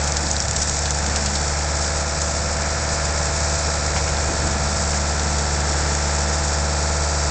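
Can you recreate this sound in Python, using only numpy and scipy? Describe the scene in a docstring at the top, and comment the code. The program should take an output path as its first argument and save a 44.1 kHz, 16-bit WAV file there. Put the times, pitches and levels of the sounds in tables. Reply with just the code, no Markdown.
"""Twigs crack over a diesel drone and a loud hiss: a tracked mulcher is chewing through brush.
Its four-cylinder engine holds a nearly steady speed, sagging a little under load, and its gears whine.
The flail head, a spinning drum that beats the brush apart, roars, rumbles and hisses with torn stalks.
Twigs snap mostly at first, clods of soil thud in the head, and a few thick pieces knock on the hood."""
import sys
import numpy as np
from scipy import signal
from scipy.fft import rfft, irfft
from scipy.io import wavfile
from scipy.ndimage import map_coordinates

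SR = 44100
rng = np.random.default_rng(int(sys.argv[2]) if len(sys.argv) > 2 else 0)


def bounce(signal):
    """Save signal as a 16-bit WAV file at the path given by the first command-line argument."""
    frames = np.transpose(np.atleast_2d(signal))
    limited = np.clip(frames, -1, 1)
    pcm = np.round(limited * 32767).astype(np.int16)
    wavfile.write(sys.argv[1], SR, pcm)


N = 321930
TIME = np.arange(N) / SR

# how fast the engine runs: time_s, firings_per_s
ENGINE_SPEED = [(0, 72.74), (.35, 73.0), (.95, 72.63), (1.4, 72.98), (2.2, 73.98), (2.6, 74.06), (4, 74.06),
                (4.5, 73.93), (5, 73.64), (5.72, 72.63), (6.2, 73.33), (7.3, 73.67)]
# how hard the machine works: time_s, gain_db
EFFORT = [(0, 1.4), (.4, -2), (.75, -2), (1.1, -0.4), (1.65, 0.4), (2.3, -1.3), (2.65, -0.5), (4.8, 0.54),
          (5.3, 1.7), (5.85, 2.25), (7.3, 1.65)]
# engine tones that stand out, at multiples of its cycle rate: multiple, free_db, strained_db
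STRONG_TONES = [(4, -25.5, -25.5), (8, -35.5, -34.5), (9, -46, -46), (16, -51, -51), (18, -44, -44),
                (25, -48, -48), (26, -49.5, -47.5), (27, -42, -49), (28, -44.5, -46), (29, -44.5, -46),
                (35, -43.5, -48), (37, -45.5, -52), (38, -46.5, -52), (39, -44, -46), (40, -46, -46),
                (42, -46, -48.5), (44, -44, -44), (45, -46, -46), (47, -45.5, -44), (48, -49, -46),
                (49, -43.5, -43), (52, -48, -48), (54, -44.5, -49), (55, -45.5, -49), (56, -51.5, -50.5),
                (60, -50, -51), (68, -51, -51), (69, -48, -53), (70, -43, -51), (72, -46, -49),
                (73, -47.5, -47), (74, -44, -47), (75, -44, -48), (77, -46, -47), (80, -48.5, -54.5),
                (81, -49, -51), (84, -48.5, -50), (87, -51, -49.5), (92, -45, -53), (96, -46.5, -51),
                (100, -50.5, -56.5), (105, -51, -54), (108, -53, -53), (122, -51.5, -62), (130, -52, -56)]
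# typical level of each of the other engine tones: pitch_hz, level_db
WEAK_TONES = [(40, -49), (150, -63), (330, -61.5), (520, -62), (750, -50), (950, -56.5), (1150, -54),
              (1370, -59), (1650, -56), (2000, -57.5), (2350, -58), (3000, -68), (3700, -63), (4800, -57.5)]
# the two gear whines, at multiples of the cycle rate: multiple, free_db, strained_db
GEAR_WHINES = [(31, -37.8, -43), (36, -36, -40.5)]
# air stirred up by the fan and flail head: pitch_hz, level_db_per_hz
AIR_SPECTRUM = [(150, -68), (250, -75), (370, -75.5), (480, -63.5), (620, -62), (820, -60), (930, -68.5),
                (1150, -68), (1400, -63.5), (1700, -62), (2000, -70), (2400, -67.5), (2900, -79),
                (6000, -92)]
# how that air swells and fades: time_s, gain_db
AIR_SWELL = [(0, -0.5), (.4, -1.6), (.98, -1.5), (1.17, 2), (1.34, -3.5), (1.55, -1), (2.35, -3),
             (2.7, -0.4), (4.5, -1.1), (5.45, -4), (5.85, 0), (6.15, -3), (7.3, -5.5)]
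# low rumble of the head: pitch_hz, level_db_per_hz
RUMBLE_SPECTRUM = [(4, -68), (20, -61.5), (31, -59), (42, -61.5), (70, -58), (100, -56), (130, -58.5),
                   (170, -60), (260, -68), (400, -85.5)]
# soil churned in the head: pitch_hz, level_db_per_hz
SOIL_SPECTRUM = [(100, -92.5), (230, -68), (330, -74), (430, -62.5), (700, -92), (1500, -110)]
# how deep the head digs, heard as more or less rumble: time_s, gain_db
DIG_DEPTH = [(0, 0), (.6, 3), (1.55, -1.5), (2.5, 3), (3.6, 1.3), (4.4, 6.5), (5, 0.5), (5.8, 1.2),
             (6.2, -6), (7.3, 0.5)]
# the housing's drone as the head takes a mouthful: start_s, length_s, level_db
BITES = [(0.153, .14, -35), (1.036, 0.41, -32), (4.27, 0.84, -35.5), (5.25, 0.2, -33), (5.975, 1, -35.5)]
# clods thrown against the head: start_s, level_db, pitch_hz
CLODS = [(.215, -27.5, 228), (.435, -27, 105), (0.664, -28, 110), (1.056, -29, 224), (2.386, -28, 114),
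         (3.985, -31, 105), (4.285, -26, 310), (4.424, -27, 290), (4.545, -25, 215), (5.71, -43, 300)]
# pieces of wood hitting the hood: start_s, level_db
KNOCKS = [(3.963, -20.5), (4.075, -28), (4.93, -30)]
# the notes the hood rings at: pitch_hz, width_hz, gain_db
HOOD_RINGS = [(970, 220, 8), (1480, 270, -4), (2160, 300, 4), (3170, 1000, -22)]
# breaking twigs, thicker ones splinter for longer: snap_s, level_db, pitch_hz, splinter_s
TWIGS = [(0.075, -15, 6700, 0.0067), (.1216, -12.5, 6620, 0.0033), (.169, -12, 6000, 0.0047),
         (.3135, -12, 6600, 0.0023), (.268, -17, 4650, .0012), (0.366, -15.5, 4700, .0018),
         (0.4028, -9.5, 6200, 0.0022), (.483, -16, 6300, 0.0039), (0.511, -13, 7200, 0.0027),
         (0.5644, -12.5, 6530, 0.0068), (.62, -10.5, 6560, 0.0033), (.696, -12.5, 6800, .003),
         (.768, -16.5, 6600, .005), (.790, -15, 7300, .003), (.857, -16.5, 4230, 0.012),
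         (0.907, -10, 6800, 0.0044), (1.064, -17, 6000, 0.0099), (1.161, -12.5, 6100, 0.0088),
         (1.261, -13, 6060, 0.015), (1.355, -14.5, 5400, .013), (2.218, -12.5, 6500, .007),
         (5.196, -17, 5400, 0.0032), (5.951, -16, 6600, .003)]
# hiss of torn stalks, before its overall gain: pitch_hz, level_db_per_hz
HISS_SPECTRUM = [(2000, -77.5), (3000, -88), (3500, -73), (4200, -72), (4800, -65.5), (5500, -60.5),
                 (6200, -65), (6800, -61.5), (7400, -60.5), (8000, -63.5), (8600, -69.5), (9100, -58)]
# how coarse the brush is, as the part of the hiss that crackles: time_s, share_0_to_1
COARSENESS = [(0, 0.6), (.9, 0.5), (1.4, 0.4), (2.2, 0.36), (3.5, 0.1), (5, 0.26), (7.3, .15)]

FIRINGS_PER_CYCLE, DRIVE_BEATS_PER_CYCLE = 4, 3
STRAINED_FIRINGS_PER_S, FREE_FIRINGS_PER_S = 72.8, 73.9


def from_db(db):
    """Turn decibels into a number to multiply by."""
    return 10 ** (np.asarray(db) / 20)


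def unit_power(x):
    """Scale a signal so that its average power is 1."""
    return x / np.sqrt(np.mean(x ** 2) + 1e-20)


def over_time(curve):
    """Join a curve's points with straight lines, giving a value for every sample."""
    return np.interp(TIME, *np.transpose(curve))


def level_at(spectrum, hz):
    """Read a spectrum's level between its points, spacing pitches by octaves."""
    pitch_hz, db = np.transpose(spectrum)
    return np.interp(np.log(hz + 1e-3), np.log(pitch_hz), db)


def colour(x, spectrum):
    """Give white noise of power 1 a spectrum in dB per Hz."""
    hz = np.arange(N // 2 + 1) * SR / N
    return irfft(rfft(x) * from_db(level_at(spectrum, hz)), N) * np.sqrt(SR / 2)


def drift(rate_hz):
    """A smooth random wobble of size about 1, mostly slower than rate_hz."""
    hz = np.arange(N // 2 + 1) * SR / N
    return unit_power(irfft(rfft(rng.standard_normal(N)) / (1 + (hz / rate_hz) ** 2), N))


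def resonate(x, hz, width_hz):
    """Let a signal ring at one pitch; a narrower width rings for longer."""
    r = np.exp(-np.pi * width_hz / SR)
    feedback = [1, -2 * r * np.cos(2 * np.pi * hz / SR), r * r]
    return signal.lfilter(np.array([1, 0, -1]) * (1 - r * r) / 2, feedback, x + 1e-18)


def cycles(speed):
    """Count the engine cycles so far; each cylinder fires once a cycle."""
    return np.cumsum(speed) / SR / FIRINGS_PER_CYCLE


def strain_at(speed):
    """0 when the engine runs free, 1 when the load has slowed it."""
    return np.interp(speed, [STRAINED_FIRINGS_PER_S, FREE_FIRINGS_PER_S], [1, 0])


def throb(speed, firing_depth, drive_depth):
    """A gain that pulses with the four firings and the three beats of the drive in each cycle."""
    angle = 2 * np.pi * cycles(speed)
    firings = firing_depth * np.cos(FIRINGS_PER_CYCLE * angle)
    return 1 + firings + drive_depth * np.cos(DRIVE_BEATS_PER_CYCLE * angle)


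def rushing_air(speed):
    """The fan and flail head stir the air into a roar that throbs with the engine."""
    swirl = rng.standard_normal(N) * throb(speed, firing_depth=0.12, drive_depth=0.27)
    return colour(unit_power(swirl), AIR_SPECTRUM) * from_db(over_time(AIR_SWELL))


def digging(effort_db, depth_db):
    """The head rumbles as it digs in, and churns soil more loudly the harder it works."""
    rumble = colour(rng.standard_normal(N), RUMBLE_SPECTRUM) * from_db(depth_db)
    soil = colour(rng.standard_normal(N), SOIL_SPECTRUM)
    churn_db = 2 * effort_db + 0.33 * depth_db + drift(23)
    return rumble + soil * from_db(churn_db)


def housing_drone(pitch_hz=203.7, rest_db=-41, rise_s=0.05, fall_s=0.095):
    """The head's housing hums; each bite makes the hum swell, hold and fall back."""
    level = np.full(N, from_db(rest_db))
    for start_s, length_s, db in BITES:
        end_s = start_s + length_s
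        swell = np.interp(TIME, [start_s - rise_s, start_s, end_s, end_s + fall_s], [0, 1, 1, 0])
        level = np.maximum(level, from_db(db) * swell)
    angle = 2 * np.pi * np.cumsum(pitch_hz + 2.1 * drift(7.5)) / SR
    return np.sin(angle) * level * from_db(2.2 * drift(9))


def gear_whines(speed, depth_db, waver_db=0.9, muffling=0.25):
    """Gears sing in step with the engine, and fade when it strains or the head digs in."""
    cycle, strain, out = cycles(speed), strain_at(speed), 0
    for multiple, free_db, strained_db in GEAR_WHINES:
        db = free_db + strain * (strained_db - free_db) - muffling * depth_db + waver_db * drift(6.9)
        out = out + np.sqrt(2) * from_db(db) * np.sin(2 * np.pi * (multiple * cycle + rng.random()))
    return out


def clods(rise_s=0.006, decay_s=0.051, width_share=0.45):
    """Each clod bursts on the head with a short, dull thud."""
    out = np.zeros(N)
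    age_s = np.arange(SR // 4) / SR
    shape = (1 - np.exp(-age_s / rise_s)) * np.exp(-age_s / decay_s)
    for start_s, db, hz in CLODS:
        crumbs = rng.standard_normal(len(age_s)) * shape
        thud = resonate(resonate(crumbs, hz, width_share * hz), hz, width_share * hz)
        thud /= np.sqrt(np.sum(thud ** 2) / (SR // 100))   # as much energy as 10 ms at power 1
        out += np.interp(TIME, start_s + age_s, from_db(db) * thud, left=0, right=0)
    return out


def hood_knocks(decay_s=0.015):
    """A thrown piece of wood rattles briefly in the steel hood."""
    blows = sum(from_db(db) * (TIME > start_s) * np.exp(-np.abs(TIME - start_s) / decay_s)
                for start_s, db in KNOCKS)
    rattle = rng.standard_normal(N)
    ringing = sum(from_db(db) * resonate(rattle, hz, width_hz) for hz, width_hz, db in HOOD_RINGS)
    return blows * unit_power(ringing)


def small_twigs(coarse, tries_per_s=36, level_db=-25.5, pitch_hz=5800, splinter_s=0.0049):
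    """Small twigs break at random, far more often in coarse brush; gives rows like those of TWIGS."""
    range_db, range_octaves = 6, 0.91
    rows = []
    for when, luck, size, pitch in rng.random((int(tries_per_s * TIME[-1]), 4)):
        if luck < coarse[int(when * N)] ** 3:
            db = level_db + range_db * (size - 0.5)
            hz = pitch_hz * 2 ** (range_octaves * (pitch - 0.5))
            rows.append((when * TIME[-1], db, hz, splinter_s))
    return rows


def breaking_twigs(coarse, snap_db=-1.5, splinters_db=-5, snap_width_hz=7000, low_cut_hz=1700):
    """Wood fibres give way in a brief crowd of splinters around one sharp snap."""
    out = np.zeros(N)
    age_s = np.arange(-SR // 20, SR // 10) / SR
    click = (age_s == 0).astype(float)
    for snap_s, db, hz, splinter_s in TWIGS + small_twigs(coarse):
        width_hz = 600000 * splinter_s   # longer splintering makes a broader sound
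        snap = resonate(resonate(click, hz, width_hz), hz, snap_width_hz)
        snap /= np.sqrt(np.sum(snap ** 2) / (SR // 1000))   # as much energy as 1 ms at power 1
        shape = np.exp(-np.maximum(age_s, -3.7 * age_s) / splinter_s)   # builds faster than it fades
        splinters = unit_power(resonate(rng.standard_normal(len(age_s)), hz, width_hz)) * shape
        crack = from_db(snap_db) * snap + from_db(splinters_db) * splinters
        out += np.interp(TIME, snap_s + age_s, from_db(db) * crack, left=0, right=0)
    return signal.sosfilt(signal.butter(2, low_cut_hz, "high", fs=SR, output="sos"), out)


def shredding(speed, coarse, crackles_per_s=1400, spread_db=1.5, gain_db=-0.56):
    """Countless stalks tear into a hiss that flutters with the drive; coarse ones crackle."""
    sizes = from_db(spread_db * np.minimum(rng.exponential(1, N), 3.5)) * rng.choice([-1, 1], N)
    tears = rng.random(N) < crackles_per_s * from_db(3 * drift(40)) / SR
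    crackles = unit_power(sizes * tears)
    stalks = np.sqrt(coarse) * crackles + np.sqrt(1 - coarse) * rng.standard_normal(N)
    flicker_db = 1.11 * drift(33) + 0.43 * drift(2)
    flutter = throb(speed, firing_depth=0.14, drive_depth=0.063) * from_db(flicker_db)
    return colour(unit_power(stalks * flutter), HISS_SPECTRUM) * from_db(gain_db)


def cycle_tones(speed, free_db, strained_db, wander, snapshots=20, size=8192):
    """One engine cycle repeats; its tones shift with the load and wander on their way through the air."""
    strain = strain_at(speed)[np.linspace(0, N - 1, snapshots).astype(int), None]
    steady = np.exp(2j * np.pi * rng.random(len(free_db)))
    chance = rng.standard_normal((snapshots, len(free_db), 2)) @ [1, 1j] / np.sqrt(2)
    level = from_db(free_db + strain * (strained_db - free_db))
    tones = level * steady * (1 + wander * chance) / np.sqrt(1 + wander ** 2)
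    waves = irfft(np.pad(tones, ((0, 0), (1, 0))), size) * size / np.sqrt(2)
    # loop the wave at engine speed while blending from each snapshot to the next
    position = [np.linspace(0, snapshots - 1, N), cycles(speed) % 1 * size]
    return map_coordinates(waves, position, order=1, mode="grid-wrap")


def diesel_engine(speed, effort_db, count=260, exhaust_below_hz=350, silent_db=-200):
    """Exhaust beats give the low note; block, valves and pump repeat their clatter once a cycle."""
    hz = np.arange(1, count + 1) * cycles(speed)[-1] / TIME[-1]
    levels_db = level_at(WEAK_TONES, hz) + rng.normal(0, 3.6, (2, count))   # rows: free, strained
    wander = np.full(count, 0.6)
    for multiple, free_db, strained_db in STRONG_TONES:
        levels_db[:, multiple - 1] = free_db, strained_db
        wander[multiple - 1] = 0.22   # strong tones are steadier
    for multiple, _, _ in GEAR_WHINES:   # the gears make these tones
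        levels_db[:, multiple - 1] = silent_db
    low = hz < exhaust_below_hz
    exhaust = cycle_tones(speed, *levels_db[:, low], wander=0.042)
    clatter = cycle_tones(speed, *np.where(low, silent_db, levels_db), wander)
    return (exhaust + clatter) * from_db(effort_db)


def scene():
    """Engine and flail head turn together while the brush breaks up."""
    speed, effort_db, depth_db, coarse = map(over_time, (ENGINE_SPEED, EFFORT, DIG_DEPTH, COARSENESS))
    drive = diesel_engine(speed, effort_db) + gear_whines(speed, depth_db)
    head = rushing_air(speed) + digging(effort_db, depth_db) + housing_drone()
    brush = shredding(speed, coarse) + clods() + hood_knocks() + breaking_twigs(coarse)
    return (drive + head + brush)[None]


def record(dry):
    """The treble fades above about 8 kHz and is gone by 9.3 kHz."""
    soft = signal.sosfilt(signal.butter(12, 8100, fs=SR, output="sos"), dry)
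    return signal.sosfilt(signal.cheby2(16, 60, 9300, fs=SR, output="sos"), soft)


dry = scene()
out = record(dry)
bounce(out)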